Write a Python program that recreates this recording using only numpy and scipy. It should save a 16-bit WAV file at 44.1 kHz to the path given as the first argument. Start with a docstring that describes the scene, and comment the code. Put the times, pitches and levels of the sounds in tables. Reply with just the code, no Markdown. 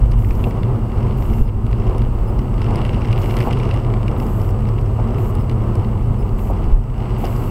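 """Tyres on a wet city road, heard inside the car: they force the body to shake and the cabin air to boom,
over the low hum of the engine's firing orders. Rain excites the damped modes of the windscreen in short
ticks, and the wipers knock softly at each turn of their sweep. Two bumps make the dashboard camera's
limiter duck; its own electronics whine and buzz faintly."""
import sys
import numpy as np
from scipy.fft import rfft, irfft, next_fast_len
from scipy.io import wavfile
from scipy.ndimage import uniform_filter1d, minimum_filter1d, map_coordinates

SR = 44100
rng = np.random.default_rng(int(sys.argv[2]) if len(sys.argv) > 2 else 0)


def inscribe(sig):
    """Save sig as 16-bit PCM at rate SR to the path in sys.argv[1].

    A 1-D sig is mono; a 2-D sig holds one channel per row.
    Samples are clipped to [-1, 1] before scaling.
    """
    pcm = np.round(np.clip(np.atleast_2d(sig).T, -1, 1) * 32767)
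    wavfile.write(sys.argv[1], SR, pcm.astype(np.int16))


N = 330750

# Loudness of the treads. Each row: time in seconds, roar level in dB.
ROAR_LEVELS = [(0.03, -34.5), (0.25, -35.5), (0.45, -31), (0.62, -31), (0.88, -34.5), (1.0, -31),
               (1.25, -33), (1.38, -33.5), (1.72, -33.5), (1.87, -31), (2.05, -33.5), (2.55, -32.5),
               (2.73, -30), (3.06, -32), (3.33, -28), (3.5, -28.5), (3.9, -30.5), (4.15, -30),
               (4.85, -33.5), (5.15, -29.8), (5.3, -31.5), (5.58, -33), (5.7, -30), (5.88, -32),
               (5.98, -34.5), (6.35, -34.5), (6.65, -31), (6.82, -34.5), (7.25, -31.5), (7.48, -33)]
# Coarseness of the road. Each row: time in seconds, body shake in dB, cabin boom in dB.
SURFACE = [(0, -12.5, -18), (0.7, -25.5, -18.5), (1.5, -18, -18), (2.3, -19, -21.5), (2.7, -21.5, -16),
           (3.3, -23, -18), (4.6, -22.5, -18.5), (5.85, -23.5, -17.5), (6.4, -20, -19.5), (7.5, -25, -19.5)]
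# Spectra of body shake, cabin boom, tyre roar, wash of water, circuit hiss and buzz.
# Each row: frequency in Hz, relative level in dB.
SHAKE_SPECTRUM = [(10, -35), (20, -3), (27, 1), (36, 6), (45, 7), (56, 2.5), (70, -16), (110, -14),
                  (300, -93)]
BOOM_SPECTRUM = [(50, -49), (70, -3), (86, -3.5), (104, 3.5), (135, -9.5), (153, -10.5), (166, -12),
                 (188, -10), (205, -9), (260, -16.5), (330, -23.5), (600, -84)]
ROAR_SPECTRUM = [(150, -7), (260, -3), (370, 5), (450, 0), (510, -1.5), (580, -6), (700, -5.5),
                 (1000, -7.5), (1250, -10.5), (1600, -27), (2000, -25.5), (3500, -39), (8000, -74)]
WASH_SPECTRUM = [(900, 13), (1600, 4.5), (1800, -5), (2070, 1.5), (2400, -2.5), (2800, 5), (3200, -5.5),
                 (3700, -13.5), (4530, -8), (5300, -12), (6100, -21.5), (9500, -19.5), (14000, -50)]
HISS_SPECTRUM = [(1000, -19), (4000, -4), (7000, 2.5), (10000, 1.5), (13000, 1.5), (16000, 1)]
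BUZZ_SPECTRUM = [(3000, -22), (6500, -6), (8000, -4), (8500, -10), (9300, -4), (10000, -8), (11900, -1),
                 (12550, -7), (13250, -2), (14000, -16), (15250, -2), (15800, -7)]
# Resonances of cabin air and tyre cavity, windscreen, a drop's first contact, floor, and wiper arm
# on the glass. Each row: frequency in Hz, bandwidth in Hz, relative gain in dB.
CABIN_MODES = [(118.4, 7.4, -4.5), (227.5, 9.2, -8)]
GLASS_MODES = [(2206, 590, 1.5), (2594, 410, 2.5), (2770, 305, 5), (4970, 530, -10.5)]
TICK_MODES = [(5100, 780, 22), (6560, 5100, 13.5), (9130, 2600, 17.5), (12700, 4800, -3)]
FLOOR_MODES = [(365, 50, 0), (680, 220, -9)]
ARM_MODES = [(240, 70, 12), (377, 90, 10.5), (500, 90, 10), (700, 150, 12), (850, 190, 12.5),
             (1060, 280, 4)]
# Engine harmonics. Each row: multiple of the firing rate, level in dB.
ENGINE_ORDERS = [(1, -36), (2, -27), (3, -42)]
# Standing water. 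Each row: start in seconds, end in seconds, extra spray in dB.
PUDDLES = [(0.9, 1.49, 2), (1.64, 2.014, 2), (2.58, 3.79, 5), (6.943, 7.6, 4.5)]
# Strength of the electrical whine. Each row: time in seconds, level in dB.
WHINE_LEVELS = [(0.2, -63), (0.8, -65.5), (1.3, -63), (1.8, -65.5), (3.2, -59.5), (3.8, -61.5),
                (4.3, -60.5), (4.8, -62.5), (5.3, -61), (5.8, -63), (6.7, -63), (7.3, -58.5)]
# Buzzes, mostly on a one-second beat. Each row: start in seconds, end in seconds, relative level in dB.
BUZZ_BURSTS = [(0.18, 0.507, -2), (1.17, 1.456, -1), (3.178, 3.49, 1), (4.175, 4.51, -1),
               (5.178, 5.315, -.5), (6.38, 6.515, -.5), (7.178, 7.5, 2)]
# Tones in each buzz pulse. Each row: frequency in Hz, place in the cycle from 0 to 1, relative level in dB.
BUZZ_TONES = [(13200, .3, 0), (11800, .45, -4), (7700, .6, -10), (15300, .7, -9)]
# Short electrical chirps. Each row: start in seconds, fundamental in Hz.
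CHIRPS = [(1.455, 5000), (2.273, 5020), (5.39, 5130), (6.188, 5140)]
# A thin high whistle. Each row: start in seconds, end in seconds.
WHISTLES = [(2.18, 2.44), (5.315, 5.46), (6.232, 6.352)]
# Jolts of the body. Each row: start in seconds, level in dB, frequency in Hz, 60 dB decay time in seconds.
JOLTS = [(0.055, -5, 30, 0.07), (1.32, -9, 24, 0.13), (1.413, 13.5, 33.3, 0.055), (6.671, 3, 35, 0.093),
         (6.723, 8.5, 35.6, 0.19)]
# Tyres striking small flaws in the road. Each row: start in seconds, peak in dB.
THUDS = [(0.059, -23.5), (1.799, -33), (1.897, -18.5), (2.775, -26), (3.299, -29), (4.591, -18),
         (5.139, -22.5)]
# Drops heard one by one. Each row: start in seconds, relative ring level in dB, relative tick level in dB.
RAINDROPS = [(0.1141, -48, -48), (0.1191, -28.5, -52), (0.137, -47, -58), (0.2468, -31, -61.5),
             (0.3082, -28, -53), (0.353, -42, -49), (0.44, -21.5, -53), (0.509, -32, -52),
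             (0.6324, -23, -60), (1.6661, -28, -51), (1.7135, -34, -51), (1.7295, -26, -65),
             (1.9818, -33, -47.5), (2.0192, -28, -54), (2.3905, -34, -50), (2.5803, -30, -62),
             (2.6175, -25, -53), (2.7576, -26.5, -41.5), (2.7893, -27, -56), (2.8155, -25, -52),
             (2.8504, -23, -47), (2.8645, -33, -54), (2.8933, -20, -54), (2.9389, -32, -58),
             (2.9784, -34, -61), (3.0187, -26.5, -53), (3.0482, -28, -60), (3.0689, -37, -64),
             (3.1162, -35, -57), (3.1285, -19, -47), (3.1605, -28, -58), (3.178, -22.5, -58),
             (3.222, -40, -47), (3.3082, -28, -56), (3.344, -38, -62), (3.368, -20.5, -38.5),
             (3.3884, -24, -46), (3.4047, -20, -43), (3.5088, -25, -47), (3.532, -22, -51),
             (3.589, -40, -48), (3.5995, -24.5, -60), (3.6314, -27, -58), (3.6513, -30, -60),
             (3.712, -19.5, -53), (3.8484, -29.5, -56), (3.741, -28, -48), (3.939, -24, -58),
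             (4.031, -27, -56.5), (4.0804, -23, -50), (4.2, -27, -47.5), (4.225, -38, -50),
             (4.266, -44, -50), (4.416, -38, -48.5), (4.508, -40, -53), (4.605, -37, -57),
             (4.654, -30, -71), (4.6886, -30, -51), (4.7865, -30, -67), (4.812, -44, -57),
             (4.858, -49, -58), (5.1842, -28, -72), (5.352, -38.5, -45), (5.4965, -24.5, -51),
             (5.5133, -32, -53), (5.7538, -36, -47), (6.3924, -31, -62), (7.2455, -31, -46),
             (7.2527, -40, -40.5), (7.2675, -45, -46), (7.3632, -35, -48)]
# Wiper reversals, about 0.75 s apart. Each row: start in seconds, level in dB, pitch ratio of the arm.
WIPER_TURNS = [(0.4675, -15, .88), (1.222, -24, .9), (1.9485, -17.5, .95), (2.712, -18, .88),
               (3.4712, -13, .99), (4.217, -18.5, 1), (4.9885, -16.5, .96), (5.755, -23.5, .9),
               (6.499, -15, .93), (7.2385, -14, .94)]

FIRING_HZ = 45
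WET_DB, SPRAY_DB_PER_ROAR_DB, PUDDLE_EDGE_S = -45.5, 0.66, .05
GLASS_LOW_HZ, GLASS_TOP_HZ, RUBBER_TOP_HZ, CAMERA_TOP_HZ = 1100, 3300, 1800, 15800
WHINE_HZ, PICTURE_HZ, WHISTLE_HZ = 7932.7, 60.325, (14832, 15536)
BUZZ_RATE_HZ, BUZZ_PULSE_SHARE, CHIRP_S = 112.3, .075, .036
LESSER_DROPS_PER_S = 1.2  # with the spray at WET_DB
REBOUND_S, REBOUND_DB, SCUFF_S = .0105, -7, .022


def amp(db):
    """Amplitude ratio of a level in decibels."""
    return 10 ** (np.asarray(db) / 20)


def unit(x):
    """Normalisation to rms 1."""
    return x / np.sqrt(np.mean(x ** 2) + 1e-20)


def clock():
    """Time of each sample in seconds."""
    return np.arange(N) / SR


def curves(rows):
    """Linear interpolation, at every sample, of each column after the time."""
    times, *columns = np.transpose(rows)
    return [np.interp(clock(), times, column) for column in columns]


def noise():
    """Gaussian white noise."""
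    return rng.standard_normal(N)


def wobble(rate):
    """Smooth random modulation through rate knots a second."""
    return map_coordinates(rng.standard_normal(2048), [clock() * rate], mode="mirror")


def gate(start, end):
    """A window of height 1 between two times, with 2 ms ramps."""
    return np.clip(np.minimum(clock() - start, end - clock()) * 500, 0, 1)


def add(track, s, sound):
    """Superposition of a sound on the track, starting at s seconds."""
    start = min(max(round(s * SR), 0), N)
    track[start:start + len(sound)] += sound[:N - start]


def filtered(x, response):
    """Linear filtering: the spectrum of x is multiplied by a frequency response."""
    size = next_fast_len(len(x) + SR // 4)
    return irfft(rfft(x, size) * response(np.fft.rfftfreq(size, 1 / SR)), size)[:len(x)]


def coloured_noise(spectrum):
    """Spectral shaping of white noise, at rms 1."""
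    freqs, db = np.transpose(spectrum)
    return unit(filtered(noise(), lambda hz: amp(np.interp(np.log(hz + 1), np.log(freqs), db))))


def resonate(x, modes):
    """Modal superposition: x drives damped resonators of alternating polarity."""
    return filtered(x, lambda f: sum((-1) ** k * amp(db) * 1j * f * width / (hz**2 - f**2 + 1j * f * width)
                                     for k, (hz, width, db) in enumerate(modes)))


def strike(modes, scatter, t60):
    """Impact excitation: an impulse and its dying scatter ring the modes, scaled to peak 1."""
    t = np.arange(SR // 5) / SR
    force = scatter * rng.standard_normal(len(t)) * amp(-60 * t / t60)
    force[0] += 1
    ring = resonate(force, modes)
    return ring / np.abs(ring).max()


def steady(x, evenness):
    """Compression by the running power evens out slow swells: 0 not at all, 1 fully."""
    power = np.abs(uniform_filter1d(x ** 2, size=SR // 8)) + 1e-9
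    return unit(x / power ** (evenness / 2))


def road():
    """Forced vibration: road texture shakes the body, rings the cabin air and roars in the treads."""
    roar_db, = curves(ROAR_LEVELS)
    shake_db, boom_db = curves(SURFACE)
    shake = steady(coloured_noise(SHAKE_SPECTRUM), evenness=1.0)
    ring = resonate(coloured_noise([(50, -21), (95, 13), (250, 1.5), (500, -30)]), CABIN_MODES)
    rumble = coloured_noise(BOOM_SPECTRUM)
    position = np.cumsum(1 + .035 * wobble(7))  # the ring's pitch wanders with the rolling tyres
    ring = map_coordinates(ring, [position], order=1, mode="mirror")
    boom = steady(rumble + amp(0.5) * unit(ring), evenness=0.14)
    roar = amp(roar_db + 2.5 + 0.8 * wobble(22.34)) * coloured_noise(ROAR_SPECTRUM)
    return amp(shake_db + 2) * shake + amp(boom_db - .5) * boom + roar


def engine():
    """Periodic firing at light load gives a low harmonic series."""
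    phase = 2 * np.pi * np.cumsum(FIRING_HZ * (1 + 0.02 * wobble(2.2))) / SR
    return sum(amp(db + 0.5 * wobble(3.75)) * np.sin(order * phase) for order, db in ENGINE_ORDERS)


def spray_level():
    """Spray, in dB, follows a power law of the tyre roar and rises in standing water."""
    roar_db, = curves(ROAR_LEVELS)
    t = clock()
    splash_db = sum(db * np.clip(.5 + np.minimum(t - start, end - t) / PUDDLE_EDGE_S, 0, 1)
                    for start, end, db in PUDDLES)
    return WET_DB + SPRAY_DB_PER_ROAR_DB * (roar_db - roar_db.mean()) + splash_db


def glass_damping(x):
    """Band-pass response: laminated glass absorbs treble, and a drop is too light to drive low modes."""
    def response(hz):
        low_pass = 1 / (1 + np.sqrt(2) * 1j * hz / GLASS_TOP_HZ - (hz / GLASS_TOP_HZ) ** 2)
        high_pass = hz / (hz - 1j * GLASS_LOW_HZ)
        return low_pass * high_pass
    return filtered(x, response)


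def patter():
    """Shot noise: fine rain and spray strike the glass at random, over the wash of wet tyres."""
    spray_db = spray_level()
    hits_per_s = 60 * amp(spray_db + 43.5)
    hits = (rng.random(N) < hits_per_s / SR) * amp(np.minimum(4 * noise(), 7))
    sharpness = amp(np.minimum(5 * noise(), 6))
    rings = unit(glass_damping(resonate(hits, GLASS_MODES)))
    ticks = unit(glass_damping(resonate(hits * sharpness, TICK_MODES)))
    wash = coloured_noise(WASH_SPECTRUM)
    return amp(spray_db - 9) * (rings + amp(-11.5) * ticks) + amp(spray_db + 3.5) * wash


def whine():
    """Sidebands: a tone that restarts with each of the camera's pictures splits into a cluster of lines."""
    level_db, = curves(WHINE_LEVELS)
    tone = np.sin(2 * np.pi * WHINE_HZ * (clock() % (1 / PICTURE_HZ)))
    return amp(level_db) * resonate(tone, [(WHINE_HZ, 500, 0)])


def electronics():
    """Crosstalk: the camera's circuits leak hiss, whine, buzzes, harmonic chirps and a thin whistle."""
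    t = clock()
    whine_and_buzz = whine() + buzz()
    jittered_t = t + np.cumsum(0.013 * wobble(330)) / SR
    chirps = sum(gate(s, s + CHIRP_S) * np.sin(2 * np.pi * harmonic * hz * jittered_t)
                 for s, hz in CHIRPS for harmonic in (1, 2, 3))
    whistle = sum(np.sin(2 * np.pi * hz * t) for hz in WHISTLE_HZ) * sum(gate(*span) for span in WHISTLES)
    hiss = coloured_noise(HISS_SPECTRUM)
    return whine_and_buzz + amp(-58) * chirps + amp(-64.5) * whistle + amp(-59) * hiss


def bumps():
    """Damped free vibration: jolts swing the body for a few cycles; small flaws make the floor thud."""
    out, t = np.zeros(N), np.arange(SR // 2) / SR
    attack = 1 - np.exp(-t / 0.0074)
    for s, db, hz, t60 in JOLTS:
        add(out, s, attack * amp(db - 60 * t / t60) * np.sin(2 * np.pi * hz * t))
    for s, db in THUDS:
        add(out, s, amp(db) * strike(FLOOR_MODES, scatter=0.02, t60=0.03))
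    return out


def landing_spot(modes):
    """The point of excitation sets which modes are favoured, at slightly shifted pitches."""
    return [(hz * (1 + .04 * rng.uniform(-1.3, 1)), width, db + 3 * rng.uniform(-1.1, 1))
            for hz, width, db in modes]


def lesser_drops(candidates):
    """A thinned random process: more water gives more and harder drops, in rows like RAINDROPS."""
    when, luck = rng.random((candidates, 2)).T
    size, sharpness = rng.standard_normal((candidates, 2)).T
    spray_db = spray_level()[(when * N).astype(int)]
    ring_db = spray_db + 11 + 2 * size
    tick_db = ring_db - 29 + 4 * sharpness
    rows = np.transpose([when * N / SR, ring_db, tick_db])
    drops_per_s = LESSER_DROPS_PER_S * amp(spray_db - WET_DB) ** 2
    return rows[luck < drops_per_s * N / SR / candidates]


def raindrops():
    """Impact sound: each drop rings the windscreen briefly; a harder contact adds more bright tick."""
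    rings, ticks = np.zeros(N), np.zeros(N)
    for s, ring_db, tick_db in [*RAINDROPS, *lesser_drops(candidates=200)]:
        splash = .085 * rng.uniform(0.56, 2.3)  # some drops land cleanly, others spatter
        add(rings, s, amp(ring_db + 3) * strike(landing_spot(GLASS_MODES), scatter=splash, t60=.022))
        add(ticks, s, amp(tick_db + 13) * strike(landing_spot(TICK_MODES), scatter=0.2, t60=0.017))
    return glass_damping(rings) + ticks


def buzz():
    """Amplitude modulation: electrical pulses ring high tones in turn, in bursts over a rush of noise."""
    t = clock()
    pulse, cycle = np.divmod(np.cumsum(BUZZ_RATE_HZ * (1 + 0.006 * wobble(49))) / SR, 1)
    start_phase = 2 * np.pi * rng.random(N)[pulse.astype(int)]  # every pulse rings anew
    ring = np.zeros(N)
    for hz, place, db in BUZZ_TONES:
        envelope = np.exp(-((cycle - place) / BUZZ_PULSE_SHARE) ** 2)
        ring += amp(db) * envelope * np.sin(2 * np.pi * hz * t + start_phase)
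    bursts = sum(amp(db) * gate(start, end) for start, end, db in BUZZ_BURSTS)
    return bursts * (amp(-53.5) * coloured_noise(BUZZ_SPECTRUM) + amp(-55) * unit(ring))


def wipers():
    """Friction and impact: at each turn the rubber scuffs the glass, flips with a knock and rebounds."""
    knocks, scuff_envelope = np.zeros(N), np.zeros(N)
    for s, db, pitch in WIPER_TURNS:
        arm = [(hz * pitch, width, gain_db) for hz, width, gain_db in ARM_MODES]
        for delay, contact_db in [(0, 0), (REBOUND_S, REBOUND_DB)]:
            add(knocks, s + delay, amp(db + 2.2 + contact_db) * strike(arm, scatter=0.03, t60=0.06))
        scuff_envelope += amp(db - 14) * np.exp(-((clock() - s - .012) / SCUFF_S) ** 2)
    contact = knocks + scuff_envelope * unit(resonate(noise(), ARM_MODES))
    return filtered(contact, lambda hz: 1 / (1 + (hz / RUBBER_TOP_HZ) ** 4))  # soft rubber gives no click


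def scene():
    """Superposition of all sources at the microphone behind the windscreen."""
    return (road() + engine() + bumps() + wipers() + patter() + electronics() + raindrops())[None]


def limiter(x, ceiling_db, hold_s, release_db_per_s, linger_share, linger_db_per_s):
    """Peak limiting: the gain drops at once; after a hold most returns quickly, while a share lingers."""
    def release(db, speed):
        return np.maximum.accumulate(db + speed * clock()) - speed * clock()
    over_db = np.maximum(20 * np.log10(np.abs(x) + 1e-9) - ceiling_db, 0)
    span = 2 * int(hold_s * SR / 2) + 1
    held_db = -minimum_filter1d(-over_db, span, origin=span // 2, mode="constant")
    cut_db = np.maximum(release(held_db, release_db_per_s), release(linger_share * held_db, linger_db_per_s))
    return x * amp(-uniform_filter1d(cut_db, size=128))


def record(dry):
    """Finite headroom and bandwidth: the camera limits loud peaks and cuts the highest treble."""
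    limited = limiter(dry[0], ceiling_db=-2.2, hold_s=.14, release_db_per_s=20,
                      linger_share=.4, linger_db_per_s=4)
    return filtered(limited, lambda hz: hz < CAMERA_TOP_HZ)[None]


dry = scene()
out = record(dry)
inscribe(out)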